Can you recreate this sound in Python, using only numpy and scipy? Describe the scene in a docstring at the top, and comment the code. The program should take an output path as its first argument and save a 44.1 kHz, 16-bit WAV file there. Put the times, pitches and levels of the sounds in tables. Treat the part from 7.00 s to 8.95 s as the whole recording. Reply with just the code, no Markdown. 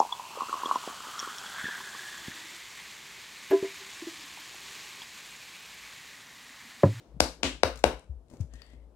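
"""Four sharp smacks sound in a small bedroom as a palm strikes the base of an upturned plastic bottle.
Each is a pop of trapped air and a crack of skin on plastic, followed by the room's reverberation.
The arm shakes the glass table under the microphone, which thumps and shudders. Then the fingers
shift, tick on the bottle and squeeze it until its wall snaps in, over a dull rustle of sleeve."""
import sys
import numpy as np
from scipy import signal
from scipy.fft import rfft, irfft
from scipy.io import wavfile
from scipy.ndimage import uniform_filter1d, minimum_filter1d

SR = 44100
rng = np.random.default_rng(int(sys.argv[2]) if len(sys.argv) > 2 else 0)


def wav_out(sig):
    """Save sig, one row per channel (or a flat mono array), as 16-bit PCM at SR to the path in sys.argv[1]."""
    wavfile.write(sys.argv[1], SR, np.round(np.clip(np.atleast_2d(sig).T, -1, 1) * 32767).astype(np.int16))


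N = 85995
T = np.arange(N) / SR


def smacks():
    """Impact excitation: each blow compresses trapped air, flexes the base and rings the wall's modes."""
    # Each row: start in seconds; pop level in dB, pitch in Hz and rise in seconds; crack level in dB,
    # centre and top in Hz; sizzle in dB; smear in seconds; wall ring, flex and room levels in dB.
    blows = [(0.2042, -1, 593, 0.00068, 7, 4630, 11500, -23, 0.00045, -7.5, -12, -6.5),
             (0.4326, -15, 593, 0.00055, -0.5, 2800, 8200, -21, 0.000075, -21.5, -20, 4.5),
             (0.634, -2.5, 540, 0.00087, -0.5, 4420, 6000, -15, 0.00028, -6.5, -34.5, -5),
             (0.8406, 4, 610, 0.0006, -2.5, 2900, 10000, -14, 0.00043, -5.5, -24.5, -5.5)]
    # Modes of the bottle wall. Each row: frequency in Hz, level in dB, 60 dB decay time in seconds.
    wall_modes = [(900, -2, 0.003), (1134, -3, 0.0083), (1514, 1, 0.0071), (2183, -1, 0.0042),
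                  (2746, -5.5, .006), (3810, -7.5, 0.01), (4700, -8.5, 0.0034), (5500, -17.5, 0.015),
                  (8056, -14, 0.0022)]
    wall = butterworth(ring(wall_modes), 640, "high")
    pop_lead_s = 0.00031
    out = 0
    for (start, pop_db, pop_hz, pop_rise_s, crack_db, centre_hz, top_hz,
         sizzle_db, smear_s, wall_db, flex_db, room_db) in blows:
        crack, buzz = amp(crack_db) * skin_contact(start, centre_hz, top_hz, sizzle_db, smear_s)
        pop = amp(pop_db) * pressure_pulse(pop_hz, pop_rise_s)
        flex = amp(flex_db) * pressure_pulse(hz=319, rise_s=0.0013)
        body = butterworth(pop + flex, 250, "high", order=3)
        thock = amp(wall_db) * delay(wall, start) - delay(body, start - pop_lead_s)
        direct = butterworth(crack + buzz + thock, 11700, "low", order=3)  # the hand shades the treble
        # The bottle moves, so each smack meets the room a little differently.
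        reverberation = room(crack) + amp(1) * room(thock)
        out = out + microphone(direct) + amp(room_db) * reverberation
    return out


def pressure_pulse(hz, rise_s):
    """Damped oscillation: a few cycles swell and die as air or plastic is pressed and let go."""
    return np.sin(2 * np.pi * hz * T) * T / rise_s * np.exp(1 - np.minimum(T / rise_s, 60))


def skin_contact(start, centre_hz, top_hz, sizzle_db, smear_s):
    """Brief contacts are broadband: the palm's crack and a faint buzz share one broad resonance."""
    lead_s, touch_rise_s = 0.0032, 0.001  # the fingers land just ahead of the palm
    rattle = amp(-31.5) * delay(burst(decay_s=0.0036), start)  # the wall buzzes briefly
    touch = burst(decay_s=lead_s) * (1 - np.exp(-T / touch_rise_s))
    buzz = rattle + amp(-31) * delay(touch, start - lead_s)
    crack = delay(smeared_click(smear_s), start)
    skin = butterworth(np.array([crack, buzz]), 1000, "high")
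    skin = skin + amp(12) * resonate(skin, centre_hz, width_hz=1600)
    sizzle = amp(sizzle_db) * butterworth(skin, top_hz, "high", order=5)
    return butterworth(skin, top_hz, "low", order=5) + sizzle


def smeared_click(smear_s, scatter=0.33):
    """Dispersion: four all-pass delays spread one click in time, as the contact patch does."""
    click = signal.unit_impulse(N) + 1e-18
    for lag_s in smear_s * np.geomspace(0.18, 1, 4):
        feedback = np.r_[1, np.zeros(int(lag_s * SR)), scatter]
        click = signal.lfilter(feedback[::-1], feedback, click)
    return click


def finger_contacts():
    """Impact and friction: fingers tick on the plastic, each tap over a low knock, and slide on it."""
    # Each row: start in seconds, tick level in dB, decay time in seconds, knock level in dB.
    taps = [(0.7575, -38, 0.004, -50), (0.773, -39.5, 0.006, -61), (0.790, -42.5, 0.01, -77),
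            (0.995, -42, 0.0011, -66.5), (1.043, -55, .001, -66), (1.284, -58, .001, -76),
            (1.3002, -48, .003, -64), (1.313, -56, 0.0024, -48.5), (1.337, -54, 0.0049, -43.5),
            (1.370, -49, 0.002, -58), (1.406, -43, 0.0019, -51.5), (1.41, -42, .002, -70),
            (1.415, -47, 0.0015, -73), (1.43, -48, 0.00084, -60), (1.537, -44.5, 0.0044, -48),
            (1.556, -52, .005, -80), (1.665, -51, .0015, -66), (1.702, -55, 0.0025, -75),
            (1.735, -51, 0.00095, -48.5)]
    # Low knocks under the taps: the table's ring near 142 Hz and the bottle's low modes.
    # Each row: frequency in Hz, level in dB, 60 dB decay time in seconds.
    knock_modes = [(142, -6, .12), (255, -0.5, 0.096), (330, 1.5, 0.024), (590, 0, .025)]
    # Friction as the fingers slide to a new grip. Each row: time in seconds, level in dB.
    slide_levels = [(1.27, -92), (1.31, -63), (1.35, -62), (1.385, -72), (1.41, -57.5), (1.46, -78),
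                    (1.5, -83)]
    # Spectrum of skin on plastic. Each row: frequency in Hz, gain in dB.
    contact_spectrum = [(300, -5), (1000, 1), (3000, -1.5), (7000, 2), (10000, -5), (12000, -13),
                        (16000, -18)]
    ticks = sum(amp(db) * delay(burst(decay_s), start) for start, db, decay_s, _ in taps)
    knock = ring(knock_modes)
    knocks = sum(amp(db) * delay(knock, start) for start, _, _, db in taps)
    slide = envelope(slide_levels) * rng.standard_normal(N)
    return colour(ticks + slide, contact_spectrum) + knocks


def wall_snap():
    """Buckling: the squeezed wall snaps in and rings in its high modes."""
    # Each row: frequency in Hz, relative level in dB, 60 dB decay time in seconds.
    snap_modes = [(1380, -7.5, 0.0067), (2600, -6, .008), (3750, -3.5, .007), (4570, 3.5, 0.014),
                  (4840, -23, .013), (7010, -14, 0.0044), (10200, -15, 0.0061), (13000, -17, .004)]
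    return amp(-38.5) * delay(ring(snap_modes), seconds=1.6195)


def squeeze():
    """Friction noise: rubbing skin drives a resonance that climbs with pressure, and a lighter hiss."""
    # Each row: time in seconds, level in dB.
    rub_levels = [(1.48, -84), (1.54, -65.5), (1.6, -63), (1.68, -66), (1.74, -65), (1.77, -76.5),
                  (1.85, -79.5)]
    # Resonances of the hiss. Each row: frequency in Hz, bandwidth in Hz, relative level in dB.
    hiss_peaks = [(3140, 840, 5), (4765, 420, -5.5), (7960, 900, -5.5)]
    start_hz, climb_hz_per_s, width_hz = 1700, 1150, 170
    hiss = unit(sum(amp(db) * resonate(rng.standard_normal(N), hz, width) for hz, width, db in hiss_peaks))
    pressed_s = np.maximum(T - rub_levels[0][0], 0)
    phase = 2 * np.pi * np.cumsum(start_hz + climb_hz_per_s * pressed_s) / SR
    in_phase, quadrature = butterworth(rng.standard_normal((2, N)), width_hz / 2, "low", order=1)
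    rub = unit(in_phase * np.cos(phase) + quadrature * np.sin(phase))
    return envelope(rub_levels) * (amp(-2) * hiss + amp(1) * rub)


def glass_table():
    """Structure-borne sound: knocks sag in pitch to the table's low mode, which the moving arm shakes."""
    # Each row: start in seconds, level in dB, starting frequency in Hz, 60 dB decay time in seconds.
    thumps = [(0.140, -36.5, 163, 0.1), (0.165, -24.5, 194, 0.038), (0.208, -20.5, 91.7, 0.19),
              (0.441, -26, 101, 0.21), (0.643, -20, 104, 0.14), (0.852, -22, 82, 0.31),
              (1.094, -23.5, 79.7, 0.32), (1.402, -13.5, 130, 0.11), (1.441, -28.5, 184, 0.058),
              (1.541, -42, 210, 0.05)]
    # Shudder under the arm. Each row: time in seconds, level in dB.
    shudder_levels = [(0, -88), (.07, -53.5), (.15, -46), (.3, -39), (.36, -61), (.42, -50), (.55, -41),
                      (.61, -60), (.72, -40), (.8, -48), (.95, -34.5), (1.02, -59), (1.07, -54),
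                      (1.17, -34.5), (1.24, -60.5), (1.34, -63.5), (1.55, -40), (1.64, -61.5), (1.77, -45),
                      (1.86, -48.5), (1.95, -60)]
    mode_hz, sag_s, rise_s = 57, 0.022, 0.0056
    out = envelope(shudder_levels) * np.sqrt(2) * np.sin(2 * np.pi * mode_hz * T)
    for start, db, start_hz, t60 in thumps:
        hz = mode_hz + (start_hz - mode_hz) * np.exp(-T / sag_s)
        thump = np.sin(2 * np.pi * np.cumsum(hz) / SR) * decay(t60) * (1 - np.exp(-T / rise_s))
        out = out - amp(db) * delay(thump, start)
    return butterworth(out, 35, "high", order=3) * balance(right_db=-8.5)


def sleeve():
    """Cloth friction: a dull noise rises and falls with the arm's movement."""
    # Each row: time in seconds, level in dB.
    rustle_levels = [(0, -59.5), (.08, -59), (.18, -62.5), (.3, -96), (.41, -52.5), (.6, -63), (1.1, -79.5),
                     (1.28, -88), (1.33, -53), (1.43, -58), (1.5, -72), (1.75, -67.5), (1.95, -67.5)]
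    # Each row: frequency in Hz, relative level in dB.
    cloth_spectrum = [(60, -27), (140, -10), (290, 1), (450, -4), (900, -14.5), (2000, -31), (8000, -46.5)]
    rustle = unit(colour(rng.standard_normal(N), cloth_spectrum))
    return envelope(rustle_levels) * rustle * balance(right_db=-4)


def room(x):
    """Reverberation: early reflections, standing waves and a diffuse tail absorbed band by band."""
    # Diffuse field. Each row: frequency in Hz, relative spectral level in dB,
    # 60 dB decay time in seconds, right-side gain in dB.
    diffuse = [(100, 10.5, 0.58, -4), (180, 1, 0.17, -4), (394, -2.5, 0.26, -2.5), (704, -5, 0.23, -8.5),
               (1230, -1, .29, -7.5), (2500, -2, 0.3, -5.5), (5060, -2, 0.29, -7.5), (9100, -0.5, .29, -8),
               (16000, -5.5, .24, -0.5)]
    # Each row: frequency in Hz, level in dB, 60 dB decay time in seconds.
    standing_waves = [(154, -58.5, 0.41), (225.4, -55, .2), (260.6, -47.5, 0.21), (329, -57.5, 0.12),
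                      (450.7, -59, 0.3), (525.7, -55, 0.28), (581, -59.5, 0.17), (725, -62, .22)]
    # Reflections from table and walls. Each row: delay in seconds, gain in dB.
    reflections = [(.0043, -22), (.0097, -21), (.021, -21.5)]
    length, rise_s, diffuse_db = SR // 2, 0.01, -1.5
    t = T[:length]
    rise = 1 - np.exp(-t / rise_s)
    edges_hz = np.geomspace(80, 18000, 17)
    white = rng.standard_normal((2, 2, length))
    tail = np.zeros((2, length))
    for k, (low, high) in enumerate(zip(edges_hz, edges_hz[1:])):
        hz = np.sqrt(low * high)
        mid, side = butterworth(white[k % 2], [low, high], "band")
        coherence = 1 / (1 + (hz / 1100) ** 2)  # long waves reach both sides alike
        band = np.sqrt(1 + coherence) * mid + np.sqrt(1 - coherence) * side * [[1], [-1]]
        band *= np.exp(-np.log(1000) * t / at_hz(diffuse, hz, column=2)) * rise
        band *= np.sqrt(2 * (high - low) / SR / np.sum(band ** 2, axis=1, keepdims=True))  # unity gain
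        tail += band * amp(diffuse_db + at_hz(diffuse, hz)) * balance(at_hz(diffuse, hz, column=3))
    tail += ring(standing_waves)[:length] * rise * balance(right_db=-2)
    early = sum(amp(db) * delay(x, lag_s) for lag_s, db in reflections)
    return signal.fftconvolve(tail, x[None], axes=1)[:, :N] + microphone(early)


def room_noise():
    """Ambient noise, coherent between the sides in the bass; a faint tail dies away at the start."""
    # Each row: frequency in Hz, relative spectral level in dB.
    noise_spectrum = [(30, -6.5), (60, 11), (110, -6), (250, -5), (550, -5), (1000, -18.5), (2000, -33),
                      (5000, -35), (10000, -36.5), (16000, -49.5)]
    steady_db, tail_db, fall_db_per_s = -59, -63, 93.5
    bass = butterworth(rng.standard_normal(N), 900, "low", order=1)
    trebles = butterworth(rng.standard_normal((2, N)), 600, "high", order=1)
    steady = np.array([unit(colour(bass + treble, noise_spectrum)) for treble in trebles])
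    tail = unit(butterworth(rng.standard_normal((2, N)), 5000, "low"))
    return (amp(steady_db) * steady + amp(tail_db - fall_db_per_s * T) * tail) * balance(right_db=-6)


def microphone(x):
    """Acoustic shadow: the left port faces the bottle; the right hears it later, softer and duller."""
    shadowed = amp(-11) * butterworth(x, 910, "low", order=1) + amp(-18.5) * x
    return np.array([x, delay(shadowed, seconds=0.00012)])


def ring(modes):
    """Modal superposition: a struck body sounds as a sum of damped sinusoids."""
    return sum(amp(db) * decay(t60) * np.sin(2 * np.pi * hz * T) for hz, db, t60 in modes)


def burst(decay_s):
    """Contact noise: a dying run of tiny random impulses."""
    return rng.choice([-1., 1.], N) * np.exp(-np.minimum(T / decay_s, 60))


def decay(t60):
    """Exponential damping by 60 dB in t60 seconds."""
    return np.exp(-np.minimum(np.log(1000) * T / t60, 60))


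def envelope(curve):
    """Gain along a curve of seconds and dB, silent outside it."""
    return amp(np.interp(T, *np.transpose(curve), left=-120, right=-120))


def resonate(x, hz, width_hz):
    """Two-pole resonance with unity gain at its peak."""
    radius = np.exp(-np.pi * width_hz / SR)
    feedback = [1, -2 * radius * np.cos(2 * np.pi * hz / SR), radius ** 2]
    return signal.lfilter(np.array([1, 0, -1]) * (1 - radius ** 2) / 2, feedback, x + 1e-18)


def butterworth(x, hz, kind, order=2):
    """Filter with a maximally flat passband."""
    return signal.sosfilt(signal.butter(order, hz, kind, fs=SR, output="sos"), x + 1e-18)


def colour(x, spectrum):
    """Spectral shaping by a curve of Hz and dB."""
    hz = np.maximum(np.fft.rfftfreq(2 * N, 1 / SR), 1)
    return irfft(rfft(x, 2 * N) * amp(at_hz(spectrum, hz)))[:N]


def at_hz(rows, hz, column=1):
    """Interpolate one column on a logarithmic frequency axis."""
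    rows = np.array(rows)
    return np.interp(np.log(hz), np.log(rows[:, 0]), rows[:, column])


def delay(x, seconds):
    """The same sound, later."""
    return np.r_[np.zeros(round(seconds * SR)), x][:N]


def balance(right_db):
    """Stereo gains, with the left at unity."""
    return amp([[0], [right_db]])


def amp(db):
    """Decibels to amplitude ratio."""
    return 10 ** (np.asarray(db) / 20)


def unit(x):
    """Scale to an rms of 1."""
    return x / np.sqrt(np.mean(x ** 2) + 1e-20)


def scene():
    """Superposition: bottle, hands and sleeve add to the table's rumble and the room's noise."""
    fingers = finger_contacts() + wall_snap() + squeeze()
    rustle = sleeve()
    bottle = smacks() + microphone(fingers) + amp(-5.5) * room(fingers)
    return bottle + rustle + glass_table() + room_noise()


def record(dry):
    """Limiting and saturation: peaks are held, what passes overloads, and the highest treble is cut."""
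    limit, reaction_s = amp(2.5), 0.00044
    x = signal.sosfilt(signal.cheby2(14, 60, 16700, fs=SR, output="sos"), dry)
    window = 2 * int(reaction_s * SR) + 1
    gain = limit / np.maximum(np.abs(x), limit)
    x = x * uniform_filter1d(minimum_filter1d(gain, window), window)
    x = x / (1 + x ** 6) ** (1 / 6)  # soft clipping at full scale
    return signal.sosfilt(signal.cheby2(14, 60, 17000, fs=SR, output="sos"), x)


dry = scene()
out = record(dry)
wav_out(out)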